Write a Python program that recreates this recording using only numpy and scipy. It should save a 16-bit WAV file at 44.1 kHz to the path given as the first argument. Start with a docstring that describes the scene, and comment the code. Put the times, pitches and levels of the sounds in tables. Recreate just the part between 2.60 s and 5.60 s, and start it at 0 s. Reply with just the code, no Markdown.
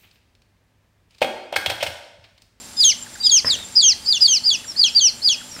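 """Chicks peeping in a straw-lined box

Young chicks peep indoors in a cardboard box, close to the microphone, over room air, a low hum and a thin hiss.
Each loud peep is a gliding whistle: it starts near 5 kHz, breaks downward and slides away as its octave
takes over. Shorter glides make the soft cheeps and chirps of other chicks. Bursts of noise knock on the box,
which rings, and snap in the straw. Echoes from the box and the room are decaying noise."""
import sys
import numpy as np
from scipy import signal
from scipy.fft import rfft, irfft
from scipy.io import wavfile
from scipy.ndimage import uniform_filter1d, minimum_filter1d

SR = 44100
rng = np.random.default_rng(int(sys.argv[2]) if len(sys.argv) > 2 else 0)


def transcribe(u):
    """Save the signal u as a 16-bit wav file named by the first command-line argument.

    u: samples, shape (n,) or (channels, n), limited to [-1, 1]; the rate is SR.
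    q: integer samples, one column per channel.
    """
    v = np.clip(np.atleast_2d(u).T, -1, 1)
    q = np.round(v * 32767).astype(np.int16)
    wavfile.write(sys.argv[1], SR, q)


N = 132300  # samples: 3 s


def amp(db):
    """Turns decibels into a gain."""
    return 10 ** (np.asarray(db) / 20)


def unit(x):
    """Scales a sound to an rms (average strength) of 1."""
    return x / np.sqrt(np.mean(x ** 2) + 1e-20)


def read(points, hz):
    """Reads a table between its points, on a logarithmic frequency axis."""
    f, value = np.transpose(points)
    return np.interp(np.log(hz + 1), np.log(f + 1), value)


def add(mix, start_s, sound):
    """Mixes a sound in, starting at a given time."""
    start = max(round(start_s * SR), 0)
    part = mix[start:][:len(sound)]
    part += sound[:len(part)]


def colour(x, points):
    """Filters a sound by a table of frequency and level, then scales it to rms 1."""
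    gain = amp(read(points, np.fft.rfftfreq(len(x), 1 / SR)))
    return unit(irfft(rfft(x) * gain, len(x)))


def band(size, hz, octaves):
    """Makes noise of rms 1 in a bell-shaped band around one frequency."""
    f = np.fft.rfftfreq(size, 1 / SR) + 1
    bell = np.exp(-.5 * (np.log2(f / hz) / octaves) ** 2)
    return unit(irfft(rfft(rng.standard_normal(size)) * bell, size))


def wander(rate_hz):
    """Makes smooth random motion of rms 1 by fading out noise above about rate_hz."""
    f = np.fft.rfftfreq(N, 1 / SR)
    smoothing = np.exp(-.5 * (f / rate_hz) ** 2)
    return unit(irfft(rfft(rng.standard_normal(N)) * smoothing, N))


def tone(hz):
    """Makes a sine of rms 1 that follows a pitch curve."""
    return np.sqrt(2) * np.sin(2 * np.pi * np.cumsum(hz) / SR)


def background():
    """Room air as coloured noise, a hum of tones wavering in pitch, and a thin hiss that flickers in level."""
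    # colour of the air: [f/Hz, relative level/dB]
    air_colour = [(15, -40), (25, -7.5), (91, 3), (173, -2.5), (246, -1), (433, -6.5), (567, -7), (848, -5),
                  (970, -7), (1380, -6.5), (2630, -8), (3260, -7), (4870, -3.5), (7500, -8), (8810, -6),
                  (11200, -13.5), (15500, -23)]
    # tones of the hum: [f/Hz, level/dB]
    hum_tones = [(194, -63), (243, -57.5), (582, -64), (873, -62.5)]
    air_db, air_waver_db, air_waver_hz = -41.5, 0.26, 15
    hum_waver_hz, hum_waver_rate_hz = 2.74, 5.24
    hiss_hz, hiss_octaves, hiss_db = 7363, .028, -49.5
    hiss_flutter_db, hiss_flutter_hz = 4.5, 16

    hum = sum(amp(db) * tone(hz + hum_waver_hz * wander(hum_waver_rate_hz)) for hz, db in hum_tones)
    air_level = amp(air_db + air_waver_db * wander(air_waver_hz))
    air = air_level * colour(rng.standard_normal(N), air_colour)
    hiss_level = amp(hiss_db + hiss_flutter_db * wander(hiss_flutter_hz))
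    hiss = hiss_level * band(N, hiss_hz, hiss_octaves)
    return air + hum + hiss


def knocks():
    """Dull contacts: a fading burst of noise plus the ringing tones of the cardboard."""
    # knocks on the box: [t/s, contact level/dB, contact f/Hz, contact width/octaves, ring level/dB]
    hits = [(0.846, -23.5, 1020, 0.77, -33.5), (.882, -28, 1650, .4, -49), (2.964, -34.5, 1620, 0.6, -43),
            (2.99, -35.5, 1400, 1.2, -51)]
    # ringing tones of the box: [f/Hz, relative level/dB, time to fall 60 dB/s]
    box_tones = [(96, 1, 0.061), (141, -2, 0.071), (216, 1, 0.029), (256, -1, 0.08), (511, 2.5, 0.034),
                 (1248, 9.5, 0.026)]
    contact_t60_s, ring_rise_s = 0.028, 0.0019

    out = np.zeros(N)
    t = np.arange(SR // 2) / SR
    ring = np.zeros(len(t))
    for hz, db, t60_s in box_tones:
        ring += amp(db - 60 * t / t60_s) * np.sin(2 * np.pi * (hz * t + rng.random()))
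    ring *= np.minimum(t / ring_rise_s, 1)
    for start_s, db, hz, octaves, ring_db in hits:
        contact = amp(db - 60 * t / contact_t60_s) * band(len(t), hz, octaves)
        add(out, start_s, contact + amp(ring_db) * ring)
    return out


def straw():
    """Stalks shift and snap: each rustle is many tiny fading bursts of noise at random times and levels."""
    # rustles: [start t/s, length/s, middle level of the snaps/dB]
    rustles = [(0.851, 0.045, -34), (0.934, 0.08, -35)]
    snap_hz, snap_octaves, snap_t60_s = 1570, 1.6, 0.0063
    snaps_per_s, spread_db = 350, 5  # levels lie up to spread_db above or below the middle

    out = np.zeros(N)
    t = np.arange(SR // 50) / SR
    for start_s, length_s, db in rustles:
        for when, size in rng.random((int(length_s * snaps_per_s), 2)):
            snap = band(len(t), snap_hz, snap_octaves) * amp(-60 * t / snap_t60_s)
            snap_db = db + spread_db * (2 * size - 1)
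            add(out, start_s + when * length_s, amp(snap_db) * snap)
    return out


def beak(hz):
    """The throat and beak weaken a tone more and more the higher it lies above their limit."""
    limit_hz, db_per_octave = 8140, -53
    return amp(db_per_octave * np.log2(np.maximum(hz / limit_hz, 1)))


def glide(length_s, from_hz, to_hz, db, bend=1):
    """A short whistle swells and fades as it slides; bend above 1 makes the slide steepen toward the end."""
    u = np.arange(0, length_s, 1 / SR) / length_s
    hz = from_hz + (to_hz - from_hz) * u ** bend
    return amp(db) * np.sqrt(np.sin(np.pi * u)) * beak(hz) * tone(hz)


def second_voices():
    """A second voice of the syrinx, the bird's voice organ, beats against the start of some peeps."""
    # second voices: [start t/s, length/s, first f/Hz, last f/Hz, level before the beak/dB]
    voices = [(0.854, 0.032, 4870, 5080, -26.5), (1.157, 0.014, 5610, 5390, -22),
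              (1.184, 0.031, 4950, 4450, -16), (1.602, 0.028, 5300, 5600, -27),
              (1.456, 0.042, 5130, 5090, -30), (1.837, 0.032, 5110, 5180, -30.5),
              (2.171, 0.033, 5000, 5120, -24), (2.626, 0.021, 5080, 5180, -26.5)]
    out = np.zeros(N)
    for start_s, length_s, from_hz, to_hz, db in voices:
        add(out, start_s, glide(length_s, from_hz, to_hz, db))
    return out


def other_chicks():
    """Soft cheeps with an octave, and short low chirps that drop quickly, all unsteady in level."""
    # cheeps: [start t/s, length/s, first f/Hz, last f/Hz, level/dB, octave level/dB], before beak and flutter
    cheeps = [(0.164, 0.055, 3620, 3370, -40, -34.5), (0.601, 0.048, 4740, 4370, -30.5, -65),
              (0.627, 0.056, 3840, 2920, -26.5, -31.5), (0.964, 0.087, 3833, 3400, -38, -45.5),
              (1.224, 0.038, 3230, 2670, -28, -27), (1.42, 0.047, 4830, 4500, -42, -55),
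              (2.075, 0.052, 5640, 4880, -33.5, -53), (2.318, 0.035, 5500, 5000, -37, -72),
              (2.906, 0.077, 5680, 4700, -40, -61)]
    # chirps: [start t/s, level before beak and flutter/dB]
    chirps = [(0.46, -42.5), (0.549, -46), (2.04, -44), (2.152, -48), (2.803, -44)]
    cheep_bend = 2.7
    chirp_s, chirp_from_hz, chirp_to_hz = 0.0185, 2000, 1284
    flutter_db, flutter_hz = 3.5, 72

    out = np.zeros(N)
    for start_s, length_s, from_hz, to_hz, db, octave_db in cheeps:
        low = glide(length_s, from_hz, to_hz, db, cheep_bend)
        octave = glide(length_s, 2 * from_hz, 2 * to_hz, octave_db, cheep_bend)
        add(out, start_s, low + octave)
    for start_s, db in chirps:
        add(out, start_s, glide(chirp_s, chirp_from_hz, chirp_to_hz, db))
    return out * amp(flutter_db * wander(flutter_hz))


def loud_peeps():
    """Unsteady whistles: two strong harmonics, a faint third, a wall echo, a little hiss following the level."""
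    # one list per peep: [t/s, f/Hz, fundamental level/dB, octave level/dB], before beak and unsteadiness
    peeps = [
        [(0.168, 5000, -32.5, -39), (0.2, 5020, -17.5, -46), (0.209, 4880, -10, -28), (0.225, 4610, -15, -32),
         (0.232, 4194, -13, -32), (0.244, 3427, -11, -17), (0.252, 3260, -16.5, -9.5),
         (0.278, 3186, -18.5, -12.5), (0.297, 2987, -23, -12), (0.324, 2127, -36, -24), (0.332, 1970, -41, -40)],
        [(0.633, 4690, -27, -64), (0.651, 5020, -14, -65), (0.669, 4920, -9, -26), (0.691, 4700, -26.5, -35),
         (0.698, 4540, -8.5, -54), (0.703, 3930, -22.5, -42), (0.719, 3313, -17.5, -11.5),
         (0.744, 3234, -23.5, -11.5), (0.765, 3050, -26, -10.5), (0.789, 2447, -31.5, -13.5),
         (0.808, 1980, -47, -33)],
        [(0.848, 5150, -32, -59), (0.861, 5490, -27.5, -64), (0.878, 5184, -15.5, -59), (0.897, 4820, -24, -58),
         (0.901, 4664, -14, -54), (0.911, 3926, -14.5, -29), (0.942, 3230, -22, -27), (0.959, 2776, -33.5, -36)],
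        [(1.153, 4915, -28, -55), (1.159, 4840, -18.5, -59), (1.171, 5080, -8, -62), (1.205, 4420, -13.5, -36),
         (1.223, 3494, -23.5, -22), (1.23, 3445, -14.5, -19.5), (1.244, 3223, -16, -13),
         (1.275, 3156, -24.5, -11), (1.291, 2863, -23.5, -10), (1.328, 2078, -43, -18.5),
         (1.336, 1900, -38, -39)],
        [(1.459, 4320, -29.5, -55), (1.487, 5000, -15.5, -58), (1.523, 4646, -15, -43),
         (1.5265, 4270, -7.5, -64), (1.529, 3655, -21.5, -31.5), (1.55, 3418, -14.5, -28),
         (1.556, 3170, -24, -23), (1.575, 2824, -24.5, -30.5), (1.581, 2690, -29, -19)],
        [(1.607, 4690, -22, -44), (1.614, 4885, -15.5, -44), (1.625, 4990, -9, -57), (1.654, 4600, -11.5, -30),
         (1.665, 4365, -7.5, -35), (1.671, 3750, -28, -39), (1.685, 3256, -17, -18.5),
         (1.718, 3135, -26.5, -15), (1.733, 3010, -20.5, -13), (1.78, 2130, -50, -18.5),
         (1.791, 1930, -58, -44)],
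        [(1.834, 4270, -32.5, -55), (1.865, 5015, -14.5, -58), (1.901, 4490, -11.5, -56),
         (1.906, 3554, -20.5, -29), (1.921, 3382, -14, -34), (1.927, 3314, -22, -22.5), (1.949, 2805, -26, -22),
         (1.966, 2340, -45.5, -29)],
        [(2.162, 4300, -29, -62), (2.189, 4730, -24.5, -62), (2.195, 4926, -13.5, -64),
         (2.222, 4526, -13.5, -28), (2.225, 4580, -36, -54), (2.232, 4360, -10, -58), (2.238, 4166, -8, -62),
         (2.241, 3286, -17.5, -29), (2.25, 3304, -15, -22), (2.287, 2513, -33, -24), (2.296, 2350, -39, -33)],
        [(2.348, 4570, -24, -53), (2.366, 4815, -8.5, -58), (2.394, 4370, -10.5, -55), (2.4, 3560, -26, -44),
         (2.414, 3252, -20, -19), (2.452, 2950, -22.5, -11), (2.467, 2815, -38, -10), (2.474, 2706, -25, -13),
         (2.494, 2147, -51, -18), (2.513, 2040, -46, -43)],
        [(2.618, 4216, -31, -61), (2.641, 4680, -28, -53), (2.647, 4953, -17, -44), (2.664, 4870, -16, -45),
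         (2.686, 4360, -10.5, -77), (2.69, 3415, -18, -27), (2.708, 3270, -17.5, -22),
         (2.734, 2697, -26, -21.5), (2.756, 2380, -48, -33.5)],
    ]
    # one row per peep: [hiss level against the harmonics/dB, wall echo delay/ms, wall echo level/dB]
    traits = [(-21, 5.2, -13.5), (-25, 2.5, -18), (-22, 4.3, -7), (-32, 5.0, -24), (-26.5, 5.0, -9),
              (-25, 2.4, -17), (-29.5, 5.2, -10.5), (-28.5, 3.9, -8.5), (-30.5, 3.3, -19), (-24.5, 3.9, -7)]
    # colour of the hiss: [f/Hz, relative level/dB]
    hiss_colour = [(1000, -31), (2500, -7), (4500, 3), (7000, -2), (9700, 0), (11800, -5), (12400, -13),
                   (16000, -12)]
    third_db = -31  # against the octave
    edge_s = .0015  # fade at both ends
    pitch_share, level_share, unsteady_hz = .003, .02, 200
    tail_flutter_db, tail_flutter_hz = 4, 70

    out, hiss = np.zeros(N), np.zeros(N)
    jitter = 1 + pitch_share * wander(unsteady_hz)
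    shimmer = 1 + level_share * wander(unsteady_hz)
    flutter_db = tail_flutter_db * wander(tail_flutter_hz)
    for peep, (hiss_db, echo_ms, echo_db) in zip(peeps, traits):
        s, *controls = np.transpose(peep)
        at = np.arange(int(s[0] * SR), int(s[-1] * SR))
        t = at / SR
        hz, low_db, high_db = (np.interp(t, s, c) for c in controls)
        hz = hz * jitter[at]
        gate = np.clip(np.minimum(t - t[0], t[-1] - t) / edge_s, 0, 1)
        # the fundamental breaks up as it fades, in the second half
        progress = (t - t[0]) / (t[-1] - t[0])
        low_db = low_db + flutter_db[at] * np.clip(2 * progress - 1, 0, 1)
        voice = np.zeros(len(t))
        for k, db in enumerate([low_db, high_db, high_db + third_db], 1):
            voice += gate * amp(db) * beak(k * hz) * tone(k * hz)
        add(out, t[0], voice)
        add(out, t[0] + echo_ms / 1000, amp(echo_db) * voice)
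        hiss[at] += amp(hiss_db) * gate * np.hypot(amp(low_db), amp(high_db))
    return out * shimmer + hiss * colour(rng.standard_normal(N), hiss_colour)


def scatter(x):
    """The inside of the box blurs a sound with a quick burst of decaying random echoes."""
    t60_s, level_db = 0.17, -22
    t = np.arange(SR // 4) / SR
    taps = rng.standard_normal(len(t)) * amp(-60 * t / t60_s)
    return signal.fftconvolve(x, amp(level_db) * taps / np.linalg.norm(taps))[:N]


def room(x):
    """The room adds a diffuse tail of noise in which each frequency dies at its own speed."""
    # decay of the room: [f/Hz, time to fall 60 dB/s]
    room_decay = [(150, 0.65), (1000, 0.25), (3200, 0.4), (5000, 0.22), (7000, 0.25), (14000, 0.075)]
    hz, t, noise = signal.stft(rng.standard_normal(SR), SR, nperseg=256)
    fade = amp(-60 * t / read(room_decay, hz)[:, None])
    tail = signal.istft(noise * fade, SR)[1]
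    return signal.fftconvolve(x, tail / np.linalg.norm(tail))[:N]


def shifting(space, x, count=4):
    """The echo is diffuse: the sound fades between random echo patterns in turn, so none stands out."""
    shift_s = .35  # time from one pattern to the next
    t = np.arange(N) / SR
    # 0 where a pattern is at its fullest, silent from 1 away
    distance = ((t / shift_s - np.arange(count)[:, None] + 1) % count) - 1
    return sum(space(x * np.cos(np.pi / 2 * np.minimum(u, 1))) for u in distance)


def scene():
    """Joins chicks, knocks and straw, adds the echoes of box and room, and lays them over the background."""
    room_db, extra_bump_db = -14, -6  # knocks and straw send an extra share into the room
    bumps = knocks() + straw()
    near = second_voices() + other_chicks() + loud_peeps() + bumps
    box_echo = shifting(scatter, near)
    room_echo = shifting(room, amp(room_db) * near + amp(extra_bump_db) * bumps)
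    return (near + box_echo + room_echo + background())[None]


def record(dry):
    """A quick limiter turns down the loudest moments; then the recorder removes the highest frequencies."""
    limit_db, limit_share = -2.5, 0.35  # threshold, and share of the excess decibels removed
    window_s, cut_hz = .003, 15800
    size = int(window_s * SR)
    peak = -minimum_filter1d(-abs(dry[0]), size)  # largest swing in the window
    peak_db = 20 * np.log10(1e-9 + peak)
    excess_db = uniform_filter1d(np.maximum(peak_db - limit_db, 0), size)
    held = dry * amp(-limit_share * excess_db)
    low_pass = signal.firwin(511, cut_hz, window=("kaiser", 9), fs=SR)
    return signal.oaconvolve(held, low_pass[None], "same")


dry = scene()
out = record(dry)
transcribe(out)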